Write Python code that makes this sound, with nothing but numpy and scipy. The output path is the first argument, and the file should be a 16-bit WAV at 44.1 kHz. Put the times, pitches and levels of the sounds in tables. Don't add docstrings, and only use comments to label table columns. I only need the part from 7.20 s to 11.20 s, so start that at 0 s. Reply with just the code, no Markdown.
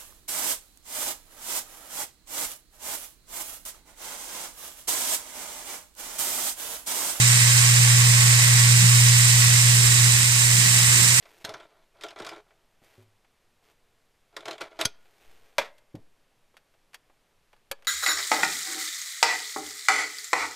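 import sys
import numpy as np
from scipy import signal
from scipy.fft import rfft, irfft, next_fast_len
from scipy.io import wavfile
from scipy.ndimage import map_coordinates

SR = 44100
rng = np.random.default_rng(int(sys.argv[2]) if len(sys.argv) > 2 else 0)


def master(y):
    cut = np.clip(np.atleast_2d(y).T, -1, 1)
    pcm = np.round(cut * 32767)
    wavfile.write(sys.argv[1], SR, pcm.astype(np.int16))


N = 176400


def amp(db):
    return 10 ** (np.asarray(db) / 20)


def unit(x):
    return x / np.sqrt(np.mean(x ** 2) + 1e-20)


def along(table, hz):
    table_hz, *columns = np.transpose(table)
    return np.array([np.interp(np.log(hz + 1), np.log(table_hz + 1), c) for c in columns])


def curve(rows):
    return np.interp(np.arange(N) / SR, *np.transpose(rows))


def wobble(knots_per_s):
    knots = rng.standard_normal(int(N * knots_per_s / SR) + 4)
    return map_coordinates(knots, [np.arange(N) * knots_per_s / SR], mode="nearest")


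def filtered(x, response):
    size = next_fast_len(N + SR // 2)
    return irfft(rfft(x, size) * response(np.fft.rfftfreq(size, 1 / SR)), size)[..., :N]


def noise(spectrum):
    return unit(filtered(rng.standard_normal(N), lambda hz: amp(along(spectrum, hz))))


def from_right(hz, lead_s):
    return np.exp(1j * np.pi * np.outer([-1, 1], hz) * lead_s)


def landing_spot(size, crack_t60_s=0.0024, ring_t60_s=0.04, ring_db=-1):
    # (frequency [Hz], power share [0-1], right lead [s])
    direct_path = [(300, .45, .0004), (900, .35, .0002), (1700, .42, .00006), (2200, .45, .00019),
                   (3500, .3, .00021), (5200, .32, .00021), (5700, .33, .00026), (6800, .08, .00025),
                   (15000, .03, .00025)]
    t, hz = np.arange(size) / SR, np.fft.rfftfreq(size, 1 / SR)
    burst = lambda t60_s: unit(rng.standard_normal((3, size)) * amp(-60 * t / t60_s))
    strike = burst(crack_t60_s) + amp(ring_db) * burst(ring_t60_s)
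    paths = rfft(np.roll(strike, size // 64, axis=1))
    share, lead_s = along(direct_path, hz)
    direct = np.sqrt(share) * from_right(hz, lead_s) * paths[0]
    scattered = np.sqrt(1 - share) * paths[1:]
    return irfft(direct + scattered)


def chute_colour(size):
    # (frequency [Hz], left [dB], right [dB])
    clack = [(100, -40, -40), (300, -31, -28), (450, -26, -21.5), (650, -24.5, -21), (900, -20.5, -14.2),
             (1350, -18.5, -15), (1650, -14, -12), (2400, -10.3, -6.4), (3100, -11.9, -8.4),
             (4400, -13, -8.5), (5400, -10, -5.4), (6300, -11.3, -5.8), (7100, -12, -3.7),
             (8450, -14.2, -1), (9300, -11.6, -8), (10400, -15.8, -14.6), (12500, -20.5, -15.8),
             (15000, -22.8, -14.3)]
    # (centre [Hz], width [Hz], left lift [dB], right lift [dB])
    resonances = [(726, 13, 5, 3.5), (920, 30, -6, 2), (1106, 44, 6.5, 12), (1097, 50, 3.5, -3.5),
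                  (1983, 450, 9, 2.5), (3880, 180, 4.5, 4.5), (4640, 70, 6, 1.5), (5105, 110, -1.5, 6.5),
                  (5860, 180, 6.5, 4.5), (6670, 120, -3, 4.5), (7510, 490, 5.5, 4.5), (8200, 110, -9, -0.5)]
    hz = np.fft.rfftfreq(size, 1 / SR)
    db = along(clack, hz)
    for centre_hz, width_hz, *lift_db in resonances:
        db += np.outer(lift_db, 1 / (1 + (2 * (hz - centre_hz) / width_hz) ** 2))
    cepstrum = irfft(np.log(amp(db)))
    cepstrum[:, 1:size // 2] *= 2
    cepstrum[:, size // 2 + 1:] = 0
    return irfft(np.exp(rfft(cepstrum)))


def impacts(per_s, spread_db, spots, size=4096):
    out, span = 0, N + 2 * size
    force = amp(spread_db * np.clip(rng.standard_normal(span), -2, 2))
    force *= np.sign(rng.standard_normal(span))
    for _ in range(spots):
        hits = force * (rng.random(span) < per_s / spots / SR)
        out = out + signal.oaconvolve(hits[None], landing_spot(size), axes=1)
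    return unit(signal.oaconvolve(out, chute_colour(size), axes=1)[:, size:size + N])


def beans(gain_db=4, hollow_hz=2200, treble_hz=6500):
    # (time [s], level [dB])
    flow = [(0, -20.5), (.45, -20), (.7, -21), (1.2, -20), (1.65, -20.5), (2.1, -20), (2.85, -20.5),
            (3.15, -21.5), (3.4, -20.5), (3.8, -20), (4, -20.5)]
    # (time [s], gain [dB])
    hollow_gain = [(0, 1.1), (1.3, 1.4), (1.75, -.4), (3.2, 0), (4, 1)]
    # (time [s], gain [dB])
    treble_gain = [(0, -0.3), (1.3, -1), (2.6, -0.55), (3.7, 0.5), (4, 0.5)]
    clump_db, clumps_per_s = .25, 60
    surge_db, surges_per_s = .28, 32
    stream = impacts(per_s=14000, spread_db=3, spots=16) * amp(clump_db * wobble(clumps_per_s))
    strays = amp(-19) * impacts(per_s=160, spread_db=2, spots=4)
    pour = stream + strays
    hollow = filtered(pour, lambda hz: 1 / (1 + (hz / hollow_hz) ** 10))
    treble = filtered(pour, lambda hz: 1 - 1 / (1 + (hz / treble_hz) ** 10))
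    middle = pour - hollow - treble
    hollow *= amp(curve(hollow_gain) + surge_db * wobble(surges_per_s))
    treble *= amp(curve(treble_gain) + surge_db * wobble(surges_per_s))
    return (hollow + middle + treble) * amp(gain_db + curve(flow))


def motor(waver_db=0.5, wavers_per_s=22):
    # (time [s], frequency [Hz])
    pitch = [(0.0, 120.3), (3.9, 119.5), (4.0, 124.3)]
    # (time [s], level [dB])
    level = [(0.0, -23.5), (0.03, -23.5), (0.9, -20.5), (1.26, -23), (1.34, -21), (1.85, -20),
             (1.98, -22.5), (2.41, -22.5), (2.48, -21), (2.78, -25), (2.84, -21.5), (2.94, -24),
             (2.97, -27.5), (3.21, -27), (3.34, -25.5), (3.49, -27), (3.53, -25), (4.0, -31)]
    # (order, left gain [dB], right gain [dB])
    harmonics = [(1, 3.5, 3.5), (2, -46, -46), (3, -38, -38), (4, -43, -33), (5, -38, -49)]
    # (time [s], gain [dB])
    overtone_gain = [(0, 1.5), (1.2, 4), (1.45, -5.5), (4, 6)]
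    phase = 2 * np.pi * np.cumsum(curve(pitch)) / SR
    fundamental, *overtones = [
        np.outer(amp(sides_db), np.sin(order * phase + 2 * np.pi * rng.random()))
        for order, *sides_db in harmonics]
    tone = fundamental + sum(overtones) * amp(curve(overtone_gain))
    return np.sqrt(2) * tone * amp(curve(level) + waver_db * wobble(wavers_per_s))


def frame(rumble_db=-37.5, rattle_gain_db=3):
    # (frequency [Hz], relative density [dB])
    rumble_spectrum = [(15, -13), (40, -14.5), (60, -6.5), (80, -4.5), (108, 3), (140, -1), (160, -3.5),
                       (182, 2), (200, -11.5), (240, -13), (285, -25), (600, -39), (2000, -80)]
    # (frequency [Hz], relative density [dB])
    rattle_spectrum = [(40, -22), (85, 3), (200, 2), (265, 3), (310, -5.5), (395, 1.5), (460, -13),
                       (1500, -46)]
    # (time [s], level [dB])
    rattle_level = [(0, -72), (1.3, -67), (1.5, -46), (1.85, -65), (2.4, -67), (2.56, -45), (2.8, -47.5),
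                    (3.03, -48), (3.13, -55), (3.25, -52), (3.46, -46), (3.55, -56), (3.81, -41),
                    (3.89, -49), (4, -48)]
    rumble = amp(rumble_db) * noise(rumble_spectrum)
    rattle = amp(rattle_gain_db + curve(rattle_level)) * noise(rattle_spectrum)
    return rumble + rattle


def knocks(ring_hz=177, t60_s=.16, attack_s=.016):
    # (time [s], peak [dB])
    blows = [(.46, -36), (.73, -36), (.87, -35), (1.615, -24), (2.56, -35), (2.86, -35), (3.37, -34),
             (3.45, -33), (3.81, -34)]
    out = np.zeros(N)
    for start_s, peak_db in blows:
        t = np.maximum(np.arange(N) / SR - start_s, 0)
        swell = amp(-60 * t / t60_s) * (1 - np.exp(-t / attack_s))
        out += amp(peak_db) * swell / swell.max() * np.sin(2 * np.pi * ring_hz * t)
    return out


def scene():
    machine = filtered(motor() + frame() + knocks(), lambda hz: from_right(hz, lead_s=0.00032))
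    return machine + beans()


def record(dry):
    return filtered(dry, lambda hz: hz < 15300)


dry = scene()
out = record(dry)
master(out)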